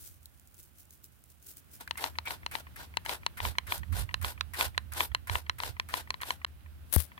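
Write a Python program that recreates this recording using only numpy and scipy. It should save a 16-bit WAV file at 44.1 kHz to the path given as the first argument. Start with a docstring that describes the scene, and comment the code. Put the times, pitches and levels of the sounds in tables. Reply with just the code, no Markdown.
"""Small plants rustle under a hand, outdoors, close to a stereo microphone; then a trigger spray bottle
is pumped again and again. Each squeeze opens the valve with a spit and swells into a hiss of mist;
the plastic trigger snaps on the way in and out. Wind rumbles on the microphone over a far hiss and
a low drone, and at the end a finger scrapes and bumps the left port."""
import sys
import numpy as np
from scipy import signal
from scipy.fft import rfft, irfft, next_fast_len
from scipy.io import wavfile
from scipy.ndimage import uniform_filter1d, map_coordinates

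SR = 44100
rng = np.random.default_rng(int(sys.argv[2]) if len(sys.argv) > 2 else 0)


def wav_record(signal):
    """Record a signal, one row per channel, as 16-bit PCM in the file named by sys.argv[1]."""
    frames = np.transpose(np.atleast_2d(signal))
    bounded = np.clip(frames, -1, 1)
    # unit amplitude maps onto the largest positive 16-bit level
    quanta = np.round(bounded * 32767).astype(np.int16)
    wavfile.write(sys.argv[1], SR, quanta)


N = 317079
TIME = np.arange(N) / SR

# Modes of trigger and bottle, the wall first. Each row: pitch in Hz, width in Hz, relative level in dB.
PLASTIC_MODES = [(975, 108, 2), (605, 900, -21), (1360, 366, -3.5), (1717, 650, 0), (2264, 797, -1.5),
                 (2770, 340, -3.5), (3240, 496, -4.5), (4080, 127, -2), (4650, 264, -8.5), (5600, 300, -15),
                 (11100, 1300, -29)]


def from_db(db):
    """Decibels to gain."""
    return 10 ** (np.asarray(db) / 20)


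def unit_rms(x):
    """Scale to rms 1."""
    return x / np.sqrt(np.mean(x ** 2) + 1e-20)


def curves_at(rows, s=TIME):
    """The columns of a timed table, read off at s seconds."""
    times, *columns = np.transpose(rows)
    return [np.interp(s, times, column) for column in columns]


def swell(t, length_s, squareness=2):
    """A rounded hump about t = 0, above half height for length_s."""
    return .5 ** np.minimum(np.abs(2 * t / length_s) ** squareness, 40)


def humps(rows):
    """Gain from rounded swells. Each row: centre in seconds, length in seconds, level in dB."""
    return sum(from_db(db) * swell(TIME - s, length_s) for s, length_s, db in rows)


def flutter(per_s):
    """A random wander with rms 1."""
    knots = rng.standard_normal(4096)
    return unit_rms(np.interp(TIME * per_s, np.arange(len(knots)), knots))


def pan(db):
    """Gains of constant power, the left db above the right."""
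    gains = from_db(np.array([[db], [-db]]) / 2)
    return gains / np.sqrt(np.mean(gains ** 2, axis=0))


def delay(x, s):
    """The same sound, s seconds later."""
    return map_coordinates(x, [np.arange(len(x)) - s * SR], order=3)


def add(out, s, sound):
    """Mix a stereo sound in at time s."""
    at = max(int(s * SR), 0)
    out[:, at:at + sound.shape[-1]] += sound[..., :N - at]


def cut(x, hz, kind, order=2):
    """Butterworth low- or high-pass."""
    return signal.sosfilt(signal.butter(order, hz, kind, fs=SR, output="sos"), x)


def resonance(x, hz, width_hz):
    """Two-pole resonance with gain 1 at its peak."""
    r = np.exp(-np.pi * width_hz / SR)
    feedback = [1, -2 * r * np.cos(2 * np.pi * hz / SR), r * r]
    return signal.lfilter(np.array([1, 0, -1]) * (1 - r * r) / 2, feedback, x + 1e-18)


def colour(x, spectrum):
    """Give a flat sound a spectrum; rms 1."""
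    hz, db = np.transpose(spectrum)
    size = next_fast_len(N)
    bins = np.maximum(np.fft.rfftfreq(size, 1 / SR), 1)
    gain = from_db(np.interp(np.log(bins), np.log(hz), db)) * np.minimum(bins / hz[0], 1) ** 2
    return unit_rms(irfft(rfft(x, size) * gain, size)[..., :N])


def grains(per_s, spread_db):
    """Tiny impacts at random times and of uneven size; rms 1."""
    sizes = from_db(spread_db * np.minimum(rng.exponential(1, N), 4)) * rng.choice([-1, 1], N)
    return unit_rms(sizes * (rng.random(N) < per_s / SR))


def grain_cloud(per_s, spread_db, alike, lag_s):
    """Grains in stereo: the shared part reaches the right port lag_s after the left."""
    shared, left, right = [grains(per_s, spread_db) for _ in range(3)]
    common = np.array([shared, delay(shared, lag_s)])
    return np.sqrt(alike) * common + np.sqrt(1 - alike) * np.array([left, right])


def drone(hz=76, width_hz=7):
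    """A narrow, wavering low tone, far off behind the wind."""
    # The drone's rise and fall. Each row: time in seconds, level in dB.
    levels = [(0, -81), (1.7, -66), (2.1, -55), (3.3, -58), (4.5, -57), (6.2, -54), (6.8, -49.5),
              (7.19, -64)]
    level_db, = curves_at(levels)
    noise = grain_cloud(per_s=28000, spread_db=0, alike=0.39, lag_s=0)
    return from_db(level_db) * unit_rms(resonance(resonance(noise, hz, width_hz), hz, width_hz))


def far_air(gain_db=7.5, side_db=-4):
    """The smooth hiss of the distance, a little to the right."""
    # Far outdoor noise. Each row: time in seconds, relative level in dB.
    levels = [(0, -72.5), (1.4, -73.5), (2.04, -65), (4.27, -65.5), (5.45, -68), (6.17, -65.5),
              (6.55, -68.5), (7.19, -65.5)]
    # Its spectrum. Each row: frequency in Hz, relative density in dB.
    spectrum = [(71, -40), (120, -6.5), (170, -10.5), (289, -16.5), (483, -25), (557, -22.5), (1010, -26),
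                (1460, -23.5), (1860, -27.5), (2870, -28), (6770, -39), (9790, -34), (16000, -32.5)]
    level_db, = curves_at(levels)
    return from_db(level_db + gain_db) * pan(side_db) * colour(rng.standard_normal((2, N)), spectrum)


def port(pressure, low_hz=50, ring_hz=76, ring_width_hz=16, ring_db=7):
    """Air pushed into a microphone port loses its deepest part and booms just above that edge."""
    passed = cut(pressure, low_hz, "high", order=4)
    return passed + from_db(ring_db) * resonance(passed, ring_hz, ring_width_hz)


def wind(boom_top_hz=110, flap_top_hz=170):
    """Right on the microphone, a breeze plays on both ports, and puffs of air from the spray and the moving
    hand buffet the right one."""
    # Wind pressure. Each row: frequency in Hz, relative density in dB.
    spectrum = [(25, 8), (50, 7), (80, 4.5), (120, 0.5), (180, -19.5), (300, -28.5), (600, -80)]
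    # The steady breeze. Each row: time in seconds, left level in dB, right level in dB.
    breeze_levels = [(0, -57.5, -54), (.5, -70.5, -59.5), (1.5, -69, -60.5), (2.1, -56, -55),
                     (3.3, -51.5, -51.5), (3.9, -75, -43.5), (5.6, -58, -47.5), (6.15, -66, -53),
                     (6.85, -52, -50), (6.95, -59, -69)]
    # Puffs of air on the right port. Each row: centre in seconds, length in seconds, boom in dB, flapping above
    # it in dB.
    gusts = [(3.469, 0.068, -28.5, -43), (3.674, 0.037, -40, -55), (3.815, 0.046, -37.5, -43.5),
             (3.929, 0.074, -27, -38.5), (4.016, 0.068, -30, -47.5), (4.226, 0.089, -31, -46.5),
             (4.482, 0.074, -48, -58), (4.674, 0.064, -39.5, -55), (4.912, 0.23, -47, -58),
             (5.12, 0.036, -38, -59), (5.331, 0.063, -30, -55), (5.697, .08, -39.5, -56)]
    rumble = unit_rms(port(colour(rng.standard_normal((2, N)), spectrum)))
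    rumble /= np.sqrt(uniform_filter1d(rumble ** 2, SR // 12) + 0.008)   # eddies of even strength
    breeze = from_db(curves_at(breeze_levels)) * rumble
    big_eddies = unit_rms(cut(rumble[1], boom_top_hz, "low"))
    above_boom = cut(rng.standard_normal(N), boom_top_hz, "high")
    small_eddies = unit_rms(cut(above_boom, flap_top_hz, "low", order=4))
    boom = humps([(s, length_s, db) for s, length_s, db, _ in gusts]) * big_eddies
    flapping = humps([(s, length_s, db) for s, length_s, _, db in gusts]) * small_eddies
    return breeze + (boom + flapping) * np.array([[0], [1]])


def finger(rub_s=6.988, rub_db=-33.5, bump_s=6.964, bump_db=-9, leak_s=.014):
    """Skin sticks and slips over the left port and shuts it with a step of pressure that leaks away."""
    # The skin catches. Each row: centre in seconds, relative level in dB, length in seconds.
    catches = [(6.927, -18, 0.0027), (6.9305, -18, 0.0014), (6.9386, -13, 0.00067), (6.944, -20, 0.015),
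               (6.962, -18, 0.0036), (6.987, -30, .005), (7.003, -18.5, 0.005)]
    # Skin scraping on the port. Each row: frequency in Hz, relative density in dB.
    spectrum = [(180, -41), (300, -10), (546, -10.5), (1030, -12), (1150, -13), (1280, -12.5), (1460, -10),
                (2740, -12.5), (3350, -9.5), (7080, -13), (10600, -2), (16000, -7)]
    grip = from_db(rub_db) * swell(TIME - rub_s, length_s=0.089)
    grip += humps([(s, length_s, db) for s, db, length_s in catches])
    scrape = grip * colour(grain_cloud(per_s=9000, spread_db=8, alike=0.026, lag_s=0.00036), spectrum)
    step = (TIME > bump_s) * np.exp(-np.abs(TIME - bump_s) / leak_s)
    bump = port(cut(step + 1e-18, 2200, "low"), low_hz=56, ring_hz=78, ring_width_hz=17, ring_db=12.5)
    bump *= from_db(bump_db) / np.abs(bump).max()
    return scrape * from_db([[-0.5], [-17.5]]) + bump * from_db([[0], [-28]])   # faint on the right


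def plants(stir_db=-66.5, stir_end_s=2.2, crack_gain_db=-4.5, crack_s=0.0014, stem_hz=6500):
    """Close by, leaves brush past the hand in clumps of grains; now and then a stem cracks and rings."""
    # The hand brushes leaves. Each row: centre in seconds, length in seconds, level in dB.
    brushes = [(.04, 0.13, -48.5), (.61, .1, -58.5), (.8, 0.036, -56.5), (.93, 0.045, -59),
               (1.05, 0.023, -57.5), (1.31, 0.03, -58.5), (1.49, 0.065, -47), (1.58, .03, -51.5),
               (1.745, 0.052, -51.5)]
    # Rustling leaves. Each row: frequency in Hz, relative density in dB.
    spectrum = [(180, -24), (300, 2.5), (961, -22), (1140, -26), (1460, -5.5), (1640, -13), (3580, -10),
                (8640, -2), (16000, 1)]
    # Stems and leaves crack under the hand or a big drop.
    # Each row: start in seconds, relative level in dB, ring in Hz.
    cracks = [(.2572, -29.5, 3930), (.474, -37.5, 7100), (1.042, -30, 8100), (1.3018, -38, 8600),
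              (1.4262, -42, 6500), (1.57, -30.5, 8300), (1.8092, -31, 8700), (1.876, -32, 8500),
              (1.977, -24, 8100), (2.599, -31.5, 6000), (3.7489, -27, 8050), (3.7794, -26, 7200),
              (4.2264, -26.5, 8500), (4.936, -24.5, 8600), (6.214, -33, 9700), (6.228, -32, 9500)]
    level = humps(brushes) + from_db(stir_db) * (TIME < stir_end_s)   # stirring until the hand leaves
    touches = grain_cloud(per_s=1800, spread_db=4, alike=0.1, lag_s=0.00033)
    out = level * colour(touches * from_db(2 * flutter(130)), spectrum)
    dense = grain_cloud(per_s=25000, spread_db=1, alike=.3, lag_s=.0003)
    crisp = cut(colour(dense, spectrum), 3400, "high", order=4)
    # fourteen small cracks come by chance, more often where the hand brushes harder
    chance = np.cumsum(np.sqrt(level[::64]))
    small_cracks = []
    for when, size, thinness in rng.random((14, 3)):
        s = np.interp(when, chance / chance[-1], TIME[::64])
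        small_cracks.append((s, -39.5 + 6 * (size - .5), stem_hz * 2 ** (thinness - .5)))
    for s, db, hz in list(cracks) + small_cracks:
        crack = crisp[:, int(s * SR):][:, :1024] * np.exp(-TIME[:1024] / crack_s)
        ring_db = 7 - 2.5 * np.log2(hz / stem_hz)   # thin stems ring higher and more faintly
        crack += from_db(ring_db) * resonance(crack, hz, width_hz=400)
        add(out, s, from_db(db + crack_gain_db) * crack / np.abs(crack.mean(axis=0)).max())
    return out


def seal(lag_s=0.00051):
    """The piston's seal rubs in brief, wavering squeaks while it is still dry."""
    # Squeaks. Each row: centre in seconds, length in seconds, pitch in Hz, level in dB.
    squeaks = [(1.877, 0.002, 1643, -29.5), (1.985, 0.018, 2125, -43.5), (2.274, 0.024, 2310, -37.5),
               (2.543, 0.038, 2335, -49.5)]
    out = np.zeros(N)
    for s, length_s, hz, db in squeaks:
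        rub = resonance(rng.standard_normal(N), hz, width_hz=70)
        even = rub / np.sqrt(uniform_filter1d(rub ** 2, size=256) + 1e-9)
        out += from_db(db) * swell(TIME - s, length_s) * even
    return np.array([out, delay(out, lag_s)])


def bottle_at(s):
    """Wall pitch, direction and brightness of the hand-held bottle at time s."""
    # Each row: time in seconds, wall pitch in Hz, relative lean left in dB, relative mist treble in dB.
    poses = [(1.902, 940, 1.5, -3.5), (3.0, 930, -0.5, -4), (3.55, 1003, -5, 0.5), (4.3, 1017, -12.5, -0.5),
             (5.1, 1008, -4, -2.5), (5.65, 1005, -5, -1.5), (6.1, 1040, -3.5, -1), (6.45, 1046, -5.5, 5)]
    return curves_at(poses, s)


def from_bottle(x, sway=(1, 1), lag_s=0.00029, bounce_s=0.001187):
    """The left port hears the bottle first; the right also gets a bright bounce off something close."""
    left = x + 0.05 * delay(x, 0.00096)
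    bright = cut(x, 1500, "high")
    right = 0.8 * delay(x, lag_s * sway[0]) + 0.66 * delay(bright, bounce_s * sway[1])
    both = np.array([left, right])
    return both / np.sqrt(np.sum(both ** 2) / (SR / 800))   # height about 1


def plastic_ring(pitch_hz, wall_db, treble_db, uneven_db=1.5, treble_from_hz=3700):
    """One knock on the trigger rings every mode, each with a strength of its own."""
    knock = signal.unit_impulse(2048)
    _, wall_width_hz, wall_mode_db = PLASTIC_MODES[0]
    ring = from_db(wall_mode_db + wall_db) * resonance(knock, pitch_hz, wall_width_hz)
    for k, (hz, width_hz, db) in enumerate(PLASTIC_MODES[1:]):
        db = db + uneven_db * rng.normal() + treble_db * (hz > treble_from_hz)
        ring += (-1) ** k * from_db(db) * resonance(knock, hz * (1 + .01 * rng.normal()), width_hz)
    contact = from_db(treble_db - 14) * resonance(knock, hz=3200, width_hz=2200)
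    return ring + contact


def snap(s, treble_db, wall_db, lean_db, shift_hz=0):
    """One hard knock of the trigger, from where the bottle is at time s."""
    pitch_hz, side_db, _ = bottle_at(s)
    ring = plastic_ring(pitch_hz + shift_hz, wall_db, treble_db)
    sway = rng.uniform(.86, 1.14, 2)   # the bottle sways, so both paths change from snap to snap
    return pan(side_db + lean_db) * from_bottle(ring, sway)


def trigger(contact_s=.0009, piston_lead_s=.031, tick_gain_db=-1, drag_s=0.0035):
    """Hard snaps of the trigger on the way in and out, and the softer ticks of the piston."""
    # The trigger catches going in. Each row: time in seconds, level in dB, treble share in dB.
    presses = [(1.877, -39, 6), (2.04, -16, 1.5), (2.061, -29.5, -1), (2.273, -26, -5), (2.306, -23, -3),
               (2.552, -18.5, -0.5), (3.061, -24, -2), (3.093, -19, 0), (3.402, -21, -10),
               (3.451, -18, -12), (3.721, -14.5, -9.5), (4.245, -18, -3.5), (4.609, -11.5, -23),
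               (5.005, -11, -23), (5.296, -18, -4), (5.354, -14.5, -20), (5.601, -21.5, 1),
               (5.634, -20, -4), (5.939, -14.5, -4), (6.141, -25.5, -2), (6.217, -28, -1),
               (6.232, -23.5, -3), (6.305, -15, -2)]
    # It snaps back. Each row: time in seconds, level in dB, treble share in dB.
    releases = [(1.909, -18, 1.5), (2.185, -18, 0), (2.462, -19.5, -1), (2.97, -14.5, -0.5),
                (3.263, -14, 0), (3.583, -12.5, -2), (4.141, -14.5, -1.5), (4.408, -15.5, 0),
                (4.777, -12.5, -3.5), (5.147, -12.5, -2.5), (5.495, -14, -2.5), (5.797, -16, -1.5),
                (6.104, -17, 1.5), (6.446, -16, -3.5)]
    # Further piston ticks, at times of their own. Each row: start in seconds, relative level in dB.
    further_ticks = [(1.955, -34.5), (2.668, -36.5), (3.832, -30.5), (4.09, -28), (6.204, -35), (6.66, -42.5),
                     (7.117, -38.5), (7.177, -33)]
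    out = np.zeros((2, N))
    for s, db, treble_db in presses:   # under load the wall rings louder and lower
        add(out, s + contact_s, from_db(db) * snap(s, treble_db, wall_db=4, lean_db=6.5, shift_hz=-40))
    for s, db, treble_db in releases:
        add(out, s + contact_s, from_db(db) * snap(s, treble_db, wall_db=0, lean_db=3))
    release_ticks = [(s - piston_lead_s, -36.5) for s, _, _ in releases]
    for s, db in release_ticks + list(further_ticks):
        # the piston drags for a few milliseconds, muffled inside the pump
        drag = rng.standard_normal(512) * np.exp(-TIME[:512] / drag_s)
        ring = plastic_ring(PLASTIC_MODES[0][0], wall_db=11.5, treble_db=-6)
        tick = resonance(np.convolve(ring, drag), hz=2000, width_hz=590)
        add(out, s, from_db(db + tick_gain_db) * from_bottle(tick))
    return out


def droplets(spectrum, per_s, spread_db, sputter_db, split_hz=2500, lag_s=0.00023):
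    """Sputtering jet noise; the two ports agree in the lows and less in the highs."""
    low = cut(grain_cloud(per_s, spread_db, alike=0.6, lag_s=lag_s), split_hz, "low")
    high = cut(grain_cloud(per_s, spread_db, alike=0.028, lag_s=lag_s), split_hz, "high")
    return colour((low + high) * from_db(sputter_db * flutter(220)), spectrum)


def spray(shortest_jet_s=0.046, spit_s=0.029, crack_s=0.0056, crack_db=6, valve_gain_db=6, side_db=1):
    """Near the microphone the valve cracks open and spits; the mist then follows the pump's pressure."""
    # Squeezes. Each row: start in seconds, seconds to peak pressure, relative mist and valve levels in dB.
    squeezes = [(1.8, 0.004, -46, -62), (1.972, 0.071, -39.5, -44.5), (2.254, .06, -43.5, -49.5),
                (2.512, 0.054, -47, -48.5), (2.759, 0.056, -49, -52.5), (3.049, 0.067, -38.5, -49.5),
                (3.37, 0.09, -42, -47), (3.667, 0.071, -42.5, -49), (3.922, 0.066, -43.5, -50),
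                (4.213, 0.062, -43.5, -48.5), (4.535, 0.086, -35, -44.5), (4.919, 0.085, -36.5, -49.5),
                (5.271, 0.081, -42, -48), (5.583, 0.078, -43.5, -50), (5.887, .079, -43.5, -48.5),
                (6.212, .081, -47.5, -46)]
    # The hiss of the mist. Each row: frequency in Hz, relative density in dB.
    mist_spectrum = [(150, -41), (250, -4.5), (566, -0.5), (955, 5), (1260, -6), (1470, 3.5), (1580, 0),
                     (2240, -6.5), (3840, -7), (6700, -17.5), (8400, -14.5), (11100, -14.5), (12800, -15),
                     (15200, -15.5), (16000, -52)]
    # The spit of the valve. Each row: frequency in Hz, relative density in dB.
    valve_spectrum = [(290, -26), (500, -13), (761, -9), (1050, 4.5), (1500, 7), (2070, 7), (2400, 4.5),
                      (2770, -3), (7640, -14.5), (8330, -7), (12100, -9.5), (16000, -13)]
    mist = droplets(mist_spectrum, per_s=15000, spread_db=0, sputter_db=2.02)
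    spit = droplets(valve_spectrum, per_s=4400, spread_db=4.5, sputter_db=1)
    fine_mist = cut(mist, 5500, "high", order=1)
    crack = from_db(crack_db) * cut(spit, 6000, "high")
    out, t = np.zeros((2, N)), TIME[:SR // 4]
    opening = 1 - np.exp(-t / 0.00068)
    for s, peak_s, mist_db, valve_db in squeezes:
        span = slice(int(s * SR), int(s * SR) + len(t))
        length_s = shortest_jet_s + 0.43 * peak_s   # a slower squeeze sprays longer
        pressure = swell(t - peak_s, length_s, squareness=2.33) * (1 - np.exp(-t / 0.0057))
        _, _, treble_db = bottle_at(s)
        hiss = mist[:, span] + (from_db(treble_db + 11) - 1) * fine_mist[:, span]
        # each jet sweeps over the plant and changes colour on its way
        for hz in rng.uniform([700, 2000, 8000], [1700, 6000, 14000]):
            tint_db = np.interp(t, peak_s + length_s * np.array([-.5, 0, .5]), 3 * rng.standard_normal(3))
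            hiss += (from_db(tint_db) - 1) * resonance(hiss, hz, .2 * hz)
        jet = from_db(mist_db) * pressure * hiss
        burst = spit[:, span] * np.exp(-(t / spit_s) ** 2) + crack[:, span] * np.exp(-t / crack_s)
        valve = from_db(valve_db + valve_gain_db) * opening * burst
        add(out, s, pan(side_db) * (jet + valve))
    return out


def yard(x, wet_db=-31, t60_s=.16, dull_hz=3500, wall_s=0.16, wall_db=-39):
    """Faint scatter from ground and plants, and one echo from a far wall."""
    t = TIME[:SR // 2]
    tail = cut(rng.standard_normal((2, len(t))), dull_hz, "low") * from_db(-60 * t / t60_s)
    tail = from_db(wet_db) * tail / np.sqrt(np.sum(tail ** 2) / 2)
    tail[:, int(wall_s * SR)] += from_db(wall_db)
    return x + signal.fftconvolve(x, tail, axes=1)[:, :N]


def scene():
    """Bottle and plants in the yard, drone and hiss far off, wind and finger on the microphone."""
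    return yard(trigger() + seal() + spray() + plants()) + drone() + wind() + far_air() + finger()


def record(dry, ceiling=0.55, dropout_s=(6.452, 6.464), cutoff_hz=16100):
    """Peaks are rounded, the sound drops out for an instant after the last snap, and the top is cut."""
    live = uniform_filter1d(1. * ((TIME < dropout_s[0]) | (TIME > dropout_s[1])), size=64)
    rounded = dry / (1 + (dry / ceiling) ** 4) ** .25
    return signal.sosfilt(signal.ellip(10, .2, 80, cutoff_hz, fs=SR, output="sos"), rounded * live)


dry = scene()
out = record(dry)
wav_record(out)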